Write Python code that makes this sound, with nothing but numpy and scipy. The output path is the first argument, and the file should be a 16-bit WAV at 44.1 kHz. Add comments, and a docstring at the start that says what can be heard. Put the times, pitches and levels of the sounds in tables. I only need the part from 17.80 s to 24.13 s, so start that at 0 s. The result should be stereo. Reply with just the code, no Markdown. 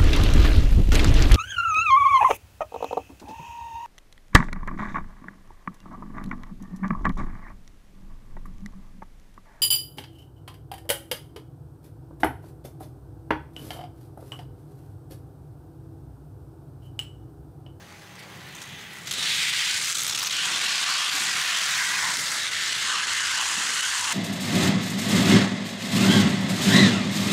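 """Two die-cast toy cars run down a long plastic track indoors, followed closely by two microphones.
Tiny bumps under the hard wheels ring each stretch of track. Loose axles rattle, most in the first bend,
where the cars clack against the rails. The track thuds on its supports and its frame grumbles,
over the low hum of a small room with a fan."""
import sys
import numpy as np
from scipy import signal
from scipy.fft import rfft, irfft, next_fast_len
from scipy.io import wavfile
from scipy.ndimage import uniform_filter1d

SR = 44100
rng = np.random.default_rng(int(sys.argv[2]) if len(sys.argv) > 2 else 0)


def transcribe(u):
    """Save the signal u as a 16-bit wav file named by the first command-line argument.

    u: samples, shape (n,) or (channels, n), limited to [-1, 1]; the rate is SR.
    q: integer samples, one column per channel.
    """
    v = np.clip(np.atleast_2d(u).T, -1, 1)
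    q = np.round(v * 32767).astype(np.int16)
    wavfile.write(sys.argv[1], SR, q)


N = 279153
T = np.arange(N) / SR


def undb(db):
    """Decibels to gain."""
    return 10 ** (np.asarray(db) / 20)


def unit(x):
    """Scale to rms 1."""
    return x / np.sqrt(np.mean(x ** 2))


def curve(rows):
    """Interpolate (s, value) rows at every sample."""
    return np.interp(T, *np.transpose(rows))


def band(x, lo_hz, hi_hz, order=3):
    """Butterworth band-pass."""
    return signal.sosfilt(signal.butter(order, [lo_hz, hi_hz], "band", fs=SR, output="sos"), x)


def colour(x, points):
    """Filter by a spectrum of (Hz, dB) points."""
    hz, db = np.transpose(points)
    size = next_fast_len(len(x))
    bins_hz = np.maximum(np.arange(size // 2 + 1) * SR / size, 1)
    gain = undb(np.interp(np.log(bins_hz), np.log(hz), db))
    return irfft(rfft(x, size) * gain, size)[:len(x)]


def ring(x, modes):
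    """Drive parallel (Hz, width Hz, dB) resonances of alternating sign."""
    return sum((-1) ** k * undb(db) * signal.lfilter(*signal.iirpeak(hz, hz / width_hz, fs=SR), x)
               for k, (hz, width_hz, db) in enumerate(modes))


def walk(rate_hz):
    """Smooth random drift, rms 1."""
    step = int(SR / rate_hz)
    stairs = np.repeat(rng.standard_normal(N // step + 2), step)
    return unit(uniform_filter1d(stairs, step)[:N])


def impacts(per_s, spread_db):
    """Tiny blows of random time, sign and size."""
    hit = rng.random(N) < per_s / SR
    sign = np.sign(rng.standard_normal(N))
    return hit * sign * undb(spread_db * np.clip(rng.standard_normal(N), -2, 2))


def reflections(t60_s, delay_s=0.0045):
    """Room response: dense echoes that arrive late and decay together; unit energy."""
    t = T[:SR // 2]
    echoes = rng.standard_normal(len(t)) * np.exp(-np.log(1000) * t / t60_s) * (t > delay_s)
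    return echoes / np.sqrt(np.sum(echoes ** 2))


# Room rumble. Each row: time in seconds, level in dB.
ROOM_LEVEL = [(0, -50), (1.6, -49.5), (2.2, -53.5), (3.1, -54), (3.8, -52.5), (4.4, -50.5), (5.2, -59.5),
              (6.3, -61)]
# Each row: frequency in Hz, gain in dB.
ROOM_SPECTRUM = [(15, -66), (25, -50), (41, -22), (130, 0), (178, 1.5), (265, -15.5), (302, -8.5),
                 (489, -15.5), (589, -13.5), (623, -16.5), (750, -12.5), (980, -34), (1650, -120)]
# Each row: frequency in Hz, initial rms level in dB, fade time in seconds.
FAN_TONES = [(376, -67, 8.7), (827, -61.5, 1.8)]


def room_hum(swell_db=1, waver_hz=5):
    """Air rumble and wavering fan tones, which fade as the fan is left behind."""
    level_db = curve(ROOM_LEVEL)
    air = unit(colour(rng.standard_normal(N), ROOM_SPECTRUM)) * undb(level_db + swell_db * walk(6.7))
    fan = 0
    for hz, db, fade_s in FAN_TONES:
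        phase = 2 * np.pi * np.cumsum(hz + waver_hz * walk(16)) / SR
        fan += undb(db) * np.exp(-(T / fade_s) ** 4) * np.sqrt(2) * np.sin(phase)
    return air + fan * undb(level_db - level_db[0])


# Each row: time in seconds, level in dB.
HANDLING_LEVEL = [(0, -56), (1.5, -62.5), (2.4, -59), (3.3, -91), (4.2, -65), (5.5, -59), (6.3, -59)]


def handling():
    """Carrying the microphones makes a soft, low rumble."""
    rumble = band(rng.standard_normal(N), 85, 101, order=1)
    return undb(curve(HANDLING_LEVEL)) * unit(band(rumble, 25, 150, order=2))


# Each row: time in seconds, level in dB.
FRAME_LEVEL = [(0, -55), (1.2, -58.5), (1.35, -48), (1.65, -56), (2.15, -56), (2.35, -49.5), (2.55, -55.5),
               (2.75, -46.5), (3.0, -52.5), (3.7, -51.5), (3.97, -61), (4.15, -52), (4.75, -53), (5.1, -51),
               (5.6, -54), (5.9, -48), (6.15, -55), (6.33, -47.5)]


def frame_grumble():
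    """The frame under the track grumbles faintly."""
    return undb(curve(FRAME_LEVEL)) * unit(band(impacts(2000, 3.7), 140, 625, order=2))


# Each row: start in seconds, level in dB, pitch in Hz.
THUDS = [(2.719, -42, 348), (3.34, -33.5, 288), (3.40, -34.5, 240), (3.468, -37.5, 184), (3.541, -39, 135),
         (4.22, -39, 95), (4.279, -37, 188), (4.375, -36, 275), (5.771, -32.5, 204)]


def support_thuds(attack_s=0.0047, t60_s=0.11, overtone_ratio=1.45, overtone_db=-4):
    """The cars' weight bumps the track on its supports, which answer with two dull modes."""
    out, t = np.zeros(N + SR), T[:SR // 3]
    envelope = (1 - np.exp(-t / attack_s)) * np.exp(-np.log(1000) * t / t60_s)
    for start_s, db, hz in THUDS:
        phase = 2 * np.pi * hz * t
        modes = np.sin(phase) + undb(overtone_db) * np.sin(overtone_ratio * phase)
        start = int(start_s * SR)
        out[start:start + len(t)] += undb(db) * modes * envelope
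    return out[:N]


# Each row: frequency in Hz, width in Hz, gain in dB.
RAMP_MODES = [(1934, 100, -4), (2460, 340, -6), (3100, 430, -3), (3620, 670, -6.5)]
# Each row: time in seconds, level in dB.
RAMP_RING_LEVEL = [(0, -69), (.95, -44.5), (1.25, -52), (1.5, -32), (1.9, -28.5), (2.1, -56), (2.4, -82)]


def ramp_ring():
    """The wheels excite narrow resonances of the ramp and its run-out."""
    modes = ring(impacts(5000, 3.6), RAMP_MODES)
    return undb(curve(RAMP_RING_LEVEL)) * unit(ring(modes, [(2400, 3700, 0)]))


# Each row: time in seconds, level in dB.
WHISTLE_LEVEL = [(0, -63), (.4, -63), (.7, -62), (1.0, -54.5), (1.3, -80), (1.6, -94)]


def axle_whistle(hz=6280, width_hz=260):
    """A dry axle whistles thinly."""
    return undb(curve(WHISTLE_LEVEL)) * unit(ring(impacts(5500, 1.6), [(hz, width_hz, 0)]))


def rail_scrape(middle_s=3.37, half_s=0.083, hz=12450, width_hz=1300, level_db=-45):
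    """The nearest car brushes the rail: a brief, thin sizzle of stick and slip."""
    mode = [(hz, width_hz, 0)]
    sizzle = unit(ring(ring(impacts(2500, 4), mode), mode))
    return undb(level_db) * np.exp(-((T - middle_s) / half_s) ** 4) * sizzle


# Each row: middle in seconds, half-length in seconds, frequency in Hz, width in Hz, level in dB.
SPANS = [(0.414, 0.066, 2090, 600, -49), (1.1, 0.16, 1970, 130, -51), (1.505, 0.15, 3680, 800, -29),
         (1.76, 0.31, 2150, 398, -33), (1.83, 0.095, 2860, 1010, -34), (1.9, 0.24, 4200, 1000, -32),
         (2.437, 0.037, 1160, 400, -38), (2.58, 0.1, 2920, 800, -34), (2.75, 0.13, 1080, 350, -38.5),
         (2.93, 0.17, 3000, 1400, -33), (3.177, 0.21, 1180, 398, -30.5), (3.244, 0.11, 2770, 600, -30),
         (3.75, 0.076, 3100, 600, -27.5), (3.775, 0.097, 1800, 500, -36), (4.017, 0.025, 1860, 500, -31),
         (4.23, 0.06, 1900, 250, -26.5), (4.254, 0.058, 1030, 298, -30), (5.15, 0.26, 2950, 596, -34.5),
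         (5.153, 0.087, 1230, 300, -33), (5.207, 0.035, 1570, 220, -36), (5.36, 0.081, 1870, 450, -30.5),
         (5.55, 0.09, 1550, 200, -32.5), (5.57, 0.043, 4470, 700, -33), (5.6, 0.05, 2920, 400, -30),
         (5.608, 0.052, 1140, 298, -32), (5.812, 0.09, 2780, 300, -37), (6.064, 0.08, 1520, 200, -34),
         (6.143, 0.036, 1040, 160, -38.5), (6.296, 0.09, 1000, 180, -33)]


def hollow_spans():
    """Each hollow span of track rings in its own mode, most when the wheels are at its middle."""
    bumps = impacts(9000, 1.1)
    out = 0
    for middle_s, half_s, hz, width_hz, db in SPANS:
        mode = ring(ring(bumps, [(hz, width_hz, 0)]), [(hz, 2 * width_hz, 0)])
        out += undb(db) * np.exp(-((T - middle_s) / half_s) ** 2) * unit(mode)
    return out


# Metal body and axles. Each row: frequency in Hz, width in Hz, gain in dB.
CAR_MODES = [(1900, 3500, -1), (3690, 1210, 13.5), (5700, 770, 13), (6290, 930, 13.5), (8150, 3000, 3.5),
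             (10980, 2500, 1), (12100, 1770, 0), (14300, 1200, 1)]


def struck_car_modes(spread_db=2.2, detune=0.025, width_ratio=0.89):
    """Each blow meets the body at another point, which shifts and reweights its modes."""
    draws = np.clip(rng.standard_normal((len(CAR_MODES), 2)), -2, 2)
    return [(hz * (1 + detune * shift), width_hz * width_ratio, db + spread_db * weight)
            for (hz, width_hz, db), (shift, weight) in zip(CAR_MODES, draws)]


# Each row: start in seconds, rms level during contact in dB, contact time in seconds, treble gain in dB.
CLACKS = [(0.3545, -51, 0.004, 12), (0.391, -48, 0.016, 3), (0.425, -52, 0.013, 4),
          (0.7495, -40.5, 0.006, 10), (0.782, -44, 0.006, -10), (0.8175, -36, 0.002, -4),
          (0.822, -42, 0.008, 9), (1.1306, -50, 0.01, 12), (1.2715, -33, 0.011, 2), (1.294, -39, 0.006, -5),
          (1.3099, -25.5, 0.0085, -4), (1.3253, -27.5, 0.002, 3), (1.336, -29.5, 0.0062, -5),
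          (1.427, -28, 0.007, -9), (1.736, -23.5, 0.003, -12), (1.746, -27, 0.003, -12),
          (2.0434, -29.5, 0.0026, -3), (2.0825, -31, 0.008, 4), (2.145, -30, 0.0027, 1),
          (2.154, -29, 0.0016, 2), (2.1702, -30, 0.005, -1), (2.183, -26, 0.0042, 6),
          (2.191, -28.5, 0.007, -3), (2.2045, -35, 0.003, 1), (2.2164, -26.5, 0.0046, 2),
          (2.225, -29, 0.004, -3), (2.233, -25, 0.0022, 5), (2.2452, -27, 0.0035, 0),
          (2.2656, -24.5, 0.0024, 1), (2.2767, -28.5, 0.009, 5), (2.295, -24.5, 0.0045, 2),
          (2.307, -31, 0.004, -9), (2.3235, -28.5, 0.011, -5), (2.3473, -25.5, 0.01, -3),
          (2.375, -26, 0.0069, -8), (2.387, -27.5, 0.01, 0), (2.401, -32, 0.007, -9),
          (2.417, -27.5, 0.0058, -2), (2.4273, -26, 0.012, 0), (2.446, -27.5, 0.0091, -5),
          (2.4584, -27.5, 0.01, -2), (2.4692, -24.5, 0.008, -2), (2.4955, -28.5, 0.0033, -14),
          (2.5073, -27.5, 0.0097, -8), (2.524, -27.5, 0.0071, -9), (4.338, -26, 0.003, -6),
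          (4.369, -26, 0.005, -1), (4.39, -30, 0.004, -1), (4.408, -31, 0.002, 1), (4.6315, -30, 0.003, -3),
          (4.859, -30, 0.004, -2), (4.922, -28, 0.002, -2)]


def clacks(tick_db=11, attack_s=0.00023, sag_s=0.03, release_s=0.0012, ring_db=-15, ring_s=0.0097):
    """The cars hit joints, rails and each other: a tick, a judder while touching, then a faint ring."""
    out, t = np.zeros(N + SR), T[:SR // 8]
    lead = SR // 100  # room for the filter's pre-ring
    for start_s, db, contact_s, treble_db in CLACKS:
        press = np.exp(-t / sag_s - np.maximum(t - contact_s, 0) / release_s)
        envelope = (press + undb(ring_db) * np.exp(-t / ring_s)) * (1 - np.exp(-t / attack_s))
        judder = rng.standard_normal(len(t)) * envelope
        judder[0] += undb(tick_db)
        body = ring(np.pad(judder, (lead, 0)), struck_car_modes())
        track_spectrum = [(450, -3), (1300, 5), (3600, -1.5), (12500, treble_db), (15500, treble_db - 11)]
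        hit = colour(body, track_spectrum)
        start, touch = int(start_s * SR) - lead, int(contact_s * SR)
        out[start:start + len(hit)] += undb(db) * hit / np.std(hit[lead:lead + touch])
    return out[:N]


# Each row: landing in seconds, air time in seconds.
SKIPS = [(1.728, 0.024), (2.375, 0.011), (2.4955, 0.0071), (4.713, 0.031), (5.268, 0.018)]


def wheel_lift_db(skip_db=-7, hop_db=-2, hop_s=0.013, hard_clack_db=-30.5, landing_s=0.0015):
    """The rolling dips while the wheels are in the air: in skips, and in a hop before each hard clack."""
    hops = [(land_s, hop_s, hop_db) for land_s, db, _, _ in CLACKS if db > hard_clack_db]
    skips = [(land_s, air_s, skip_db) for land_s, air_s in SKIPS]
    dip_db = np.zeros(N)
    for land_s, air_s, depth_db in hops + skips:
        land, air = int(land_s * SR), int(air_s * SR)
        dip_db[land - air:land] += depth_db * np.sqrt(np.arange(air) / air)
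    return uniform_filter1d(dip_db, int(landing_s * SR))


def wheel_contact(bounce_s=0.004, flutter_db=1.08, bend_db=2, bend_s=2.08, bend_half_s=0.12,
                  wobble_db=0.5, turn_hz=57):
    """Gain from wheel pressure: bounces, harder at the first bend's rail, a wobble each turn, and lifts."""
    bounces = signal.lfilter([1], [1, -np.exp(-1 / (bounce_s * SR))], np.abs(impacts(130, 1.0)))
    in_bend = np.exp(-((T - bend_s) / bend_half_s) ** 2)
    bounce_db = (flutter_db + bend_db * in_bend) * unit(bounces - bounces.mean())
    turn_phase = 2 * np.pi * np.cumsum(turn_hz * (1 + 0.157 * walk(4.1))) / SR
    return undb(bounce_db + wobble_db * np.sin(turn_phase) + wheel_lift_db())


# Spectra of the stretches of track. Each row: frequency in Hz, relative gain in dB.
RAMP = [(350, -37), (600, -22), (845, -10.5), (1100, -11), (1600, -5), (1950, -4), (2100, -5),
        (3240, -11.5), (4330, -12), (6430, -18), (14000, -25.5)]
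OPEN_DECK = [(350, -55), (600, -41), (725, -33), (887, -30), (1060, -26), (1190, -7.5), (1360, -8),
             (1520, -0.5), (1960, -2), (2600, -2), (3410, 0), (5390, -5), (7750, -5.5), (8990, -11),
             (15000, -25.5)]
FIRST_BEND = [(350, -49), (600, -10), (802, -35), (1090, -5), (1220, 6), (1390, 4), (2770, 7), (3460, 6.5),
              (5070, 4), (6780, 4.5), (14000, -13.5)]
MIDDLE_STRAIGHT = [(350, -55), (600, -25), (765, -6), (852, -30), (1130, -1.5), (1290, -12), (1440, 3),
                   (1690, 0), (2980, 2.5), (4120, 0), (4460, 0), (7650, -8.5), (12400, -24.5), (15000, -34)]
BEND_APPROACH = [(350, -57), (600, -23.5), (765, -15), (840, -23), (1040, -10), (1180, -10), (1350, -7),
                 (1910, -4), (2500, -7), (3190, -7), (4970, -10), (7450, -16), (15000, -34)]
SECOND_BEND = [(350, -59), (600, -27), (1000, -4), (1090, -12), (1180, -4), (1290, -11), (1520, 1),
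               (1760, -3.5), (1910, 1), (2500, -7.5), (3700, -6), (7250, -9), (15000, -32)]
BEND_EXIT = [(350, -38), (600, -13), (807, -26), (1230, -7.5), (1460, -3.5), (1520, -3.5), (2040, -1),
             (2500, -8.5), (4340, -5.5), (7860, -10), (15000, -31)]
BACK_STRAIGHT = [(350, -33), (600, -20), (796, -19), (1400, -2), (1670, 0), (2020, 1.5), (2400, -4.5),
                 (3800, -1), (5460, -7), (7750, -8), (15000, -34)]
LAST_STRAIGHT = [(350, -59), (600, -24), (687, -52), (988, -4), (1290, -1.5), (1520, 4.5), (2070, 2),
                 (2370, -3.5), (2860, 3), (3650, -2), (4340, -1), (4970, -3.5), (7450, -4.5), (9110, -12),
                 (15000, -40)]
# Each row: arrival in seconds, spectrum, rattle offset in dB, axle ticks per second, boom offset in dB.
ROUTE = [(0, RAMP, -25, 500, -7.5), (0.72, RAMP, -2, 590, -6), (0.87, RAMP, -24, 500, -17),
         (1.13, RAMP, -4, 420, -36), (1.27, OPEN_DECK, -14, 1000, -16.5), (1.85, OPEN_DECK, -3, 700, -17),
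         (2.052, FIRST_BEND, 1.5, 430, -19), (2.26, FIRST_BEND, -5, 300, -9.5),
         (2.52, MIDDLE_STRAIGHT, -6.5, 1000, -18.5), (3.32, MIDDLE_STRAIGHT, -4, 1000, -13.5),
         (3.52, BEND_APPROACH, -6.5, 760, -23), (3.98, SECOND_BEND, -8.5, 720, -17),
         (4.34, BEND_EXIT, -5, 570, -13.5), (4.6, BACK_STRAIGHT, -29, 720, -20.5),
         (5.06, LAST_STRAIGHT, -17, 2300, -15.5), (5.28, LAST_STRAIGHT, -5.5, 1300, -16),
         (5.55, LAST_STRAIGHT, -4.5, 1600, -11), (5.92, LAST_STRAIGHT, -2, 1700, -15.5)]
ARRIVALS_S, TRACK_SPECTRA, RATTLE_DB, TICKS_PER_S, BOOM_DB = zip(*ROUTE)


def along_route(values, blend_s=0.097):
    """One value per stretch of track, blended as the cars cross the joints."""
    stretch = np.searchsorted(ARRIVALS_S[1:], T)
    return uniform_filter1d(np.array(values, float)[stretch], int(blend_s * SR))


def floor_boom(wheel_db, hz=1000, width_hz=420, waver_db=0.9):
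    """The track floor flexes in its lowest mode, more on slack stretches, wavering between supports."""
    level_db = wheel_db + along_route(BOOM_DB) + waver_db * walk(9)
    mode = ring(impacts(3000, 7.5), [(hz, width_hz, 0)])
    return undb(level_db) * unit(band(mode, 715, 1630))


def rattle_gain(wheel_db, shake_db=-15.5, settle_s=0.093):
    """The rattle follows the rolling; each clack shakes the axles, which then settle."""
    shaken = np.zeros(N)
    for start_s, db, _, _ in CLACKS:
        start = int(start_s * SR)
        flare = undb(db + shake_db) * np.exp(-T[:N - start] / settle_s)
        shaken[start:] = np.maximum(shaken[start:], flare)
    return np.hypot(undb(wheel_db + along_route(RATTLE_DB)), shaken)


def axle_rattle(wheel_db, scrape_t60_s=0.0078, scrape_db=7):
    """Loose axles tick in their slots; each tick scrapes briefly and rings the car."""
    per_s = along_route(TICKS_PER_S)
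    ticks = impacts(per_s, 3.5) / np.sqrt(per_s)
    decay = np.exp(-2 * np.log(1000) / (scrape_t60_s * SR))
    energy = signal.lfilter([1], [1, -decay], ticks ** 2 + 1e-18)
    scrape = np.sqrt(energy) * rng.standard_normal(N)
    body = ring(unit(ticks) + undb(scrape_db) * unit(scrape), CAR_MODES)
    return rattle_gain(wheel_db) * unit(band(body, 6670, 11100, order=2))


# Wheels heard from close behind. Each row: time in seconds, level in dB.
CHASE_LEVEL = [(1.44, -31.5), (1.87, -30), (2.12, -33.5), (2.22, -36), (2.5, -37), (2.56, -30.5),
               (3.21, -24.5), (3.48, -28.5), (3.69, -26), (4.29, -27.5), (4.38, -32), (5.08, -29),
               (6.11, -29.5), (6.33, -29)]


def wheel_level_db(start_db=-53.5, rise_db_per_s=6, deck_s=1.262, deck_step=0.26, swell_s=0.26):
    """The cars grow louder as they speed up and near on the ramp, then swell quickly onto the deck."""
    ramp_db = start_db + rise_db_per_s * T
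    close = (T > deck_s) * np.clip(deck_step + (T - deck_s) / swell_s, 0, 1)
    return (1 - close) * ramp_db + close * curve(CHASE_LEVEL)


def rolling(bumps_per_s=11000, drift_db=3.5, drift_hz=22, mode_q=42):
    """Bumps under the wheels ring the current stretch; its modes swell and fade as the contact moves."""
    bumps = impacts(bumps_per_s, 3)
    drive = bumps.copy()
    for hz in np.geomspace(1050, 13000, num=30):
        swell = undb(drift_db * np.clip(walk(drift_hz), -2, 2)) - 1
        drive += swell * ring(bumps, [(hz, hz / mode_q, 0)])
    out = 0
    for k, spectrum in enumerate(TRACK_SPECTRA):
        share = along_route(np.arange(len(ROUTE)) == k, blend_s=0.12)
        panel = colour(drive, spectrum)
        out += share * panel / np.std(band(panel[:SR], 1070, 3750))
    return out


# Reflections that differ between the microphones. Each row: frequency in Hz, side gain in dB.
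SIDE_SPECTRUM = [(60, -30), (130, -32), (250, -22), (500, -17.5), (1000, -21), (2000, -15), (4500, -15),
                 (8500, -16.5), (11000, -100)]
# Direction of the cars. Each row: time in seconds, leftward bias in dB before band weighting.
PAN = [(0.0, 2.5), (2.03, 1), (2.36, 4), (2.92, 5), (3.28, -3), (3.79, -2.5), (4.3, 5.5), (4.64, 3.5),
       (6.33, 6.5)]


def scene(roll_db=1.0, spans_db=-0.2, walls_db=-18):
    """The cars near the microphones, with soft reflections from the room; stereo."""
    wheel_db = wheel_level_db()
    wheels = undb(roll_db + wheel_db) * rolling() + axle_rattle(wheel_db)
    cars = (wheels + undb(spans_db) * hollow_spans()) * wheel_contact()
    cars += floor_boom(wheel_db) + frame_grumble() + ramp_ring() + axle_whistle()
    cars += rail_scrape() + clacks() + support_thuds()
    walls = signal.fftconvolve(band(cars, 100, 8200, order=1), reflections(t60_s=0.075))[:N]
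    mid = cars + undb(walls_db) * walls + room_hum() + handling()
    side = colour(signal.fftconvolve(mid, reflections(t60_s=0.14))[:N], SIDE_SPECTRUM)
    # direction is heard mainly from 1 to 7 kHz
    directional = colour(cars, [(300, -42), (1000, -16), (7000, -7.5), (11000, -36)])
    side += (undb(curve(PAN) / 2) - 1) * directional
    return np.array([mid + side, mid - side])


def record(dry, ceiling=0.18, release_db_per_s=250, cutoff_hz=15700):
    """Instant-attack peak limiter, then a steep low-pass."""
    over_db = np.maximum(20 * np.log10(np.abs(dry).max(axis=0) / ceiling + 1e-9), 0)
    duck_db = np.maximum.accumulate(over_db + release_db_per_s * T) - release_db_per_s * T
    low_pass = signal.ellip(12, .2, 100, cutoff_hz, fs=SR, output="sos")
    return signal.sosfilt(low_pass, dry * undb(-duck_db))


dry = scene()
out = record(dry)
transcribe(out)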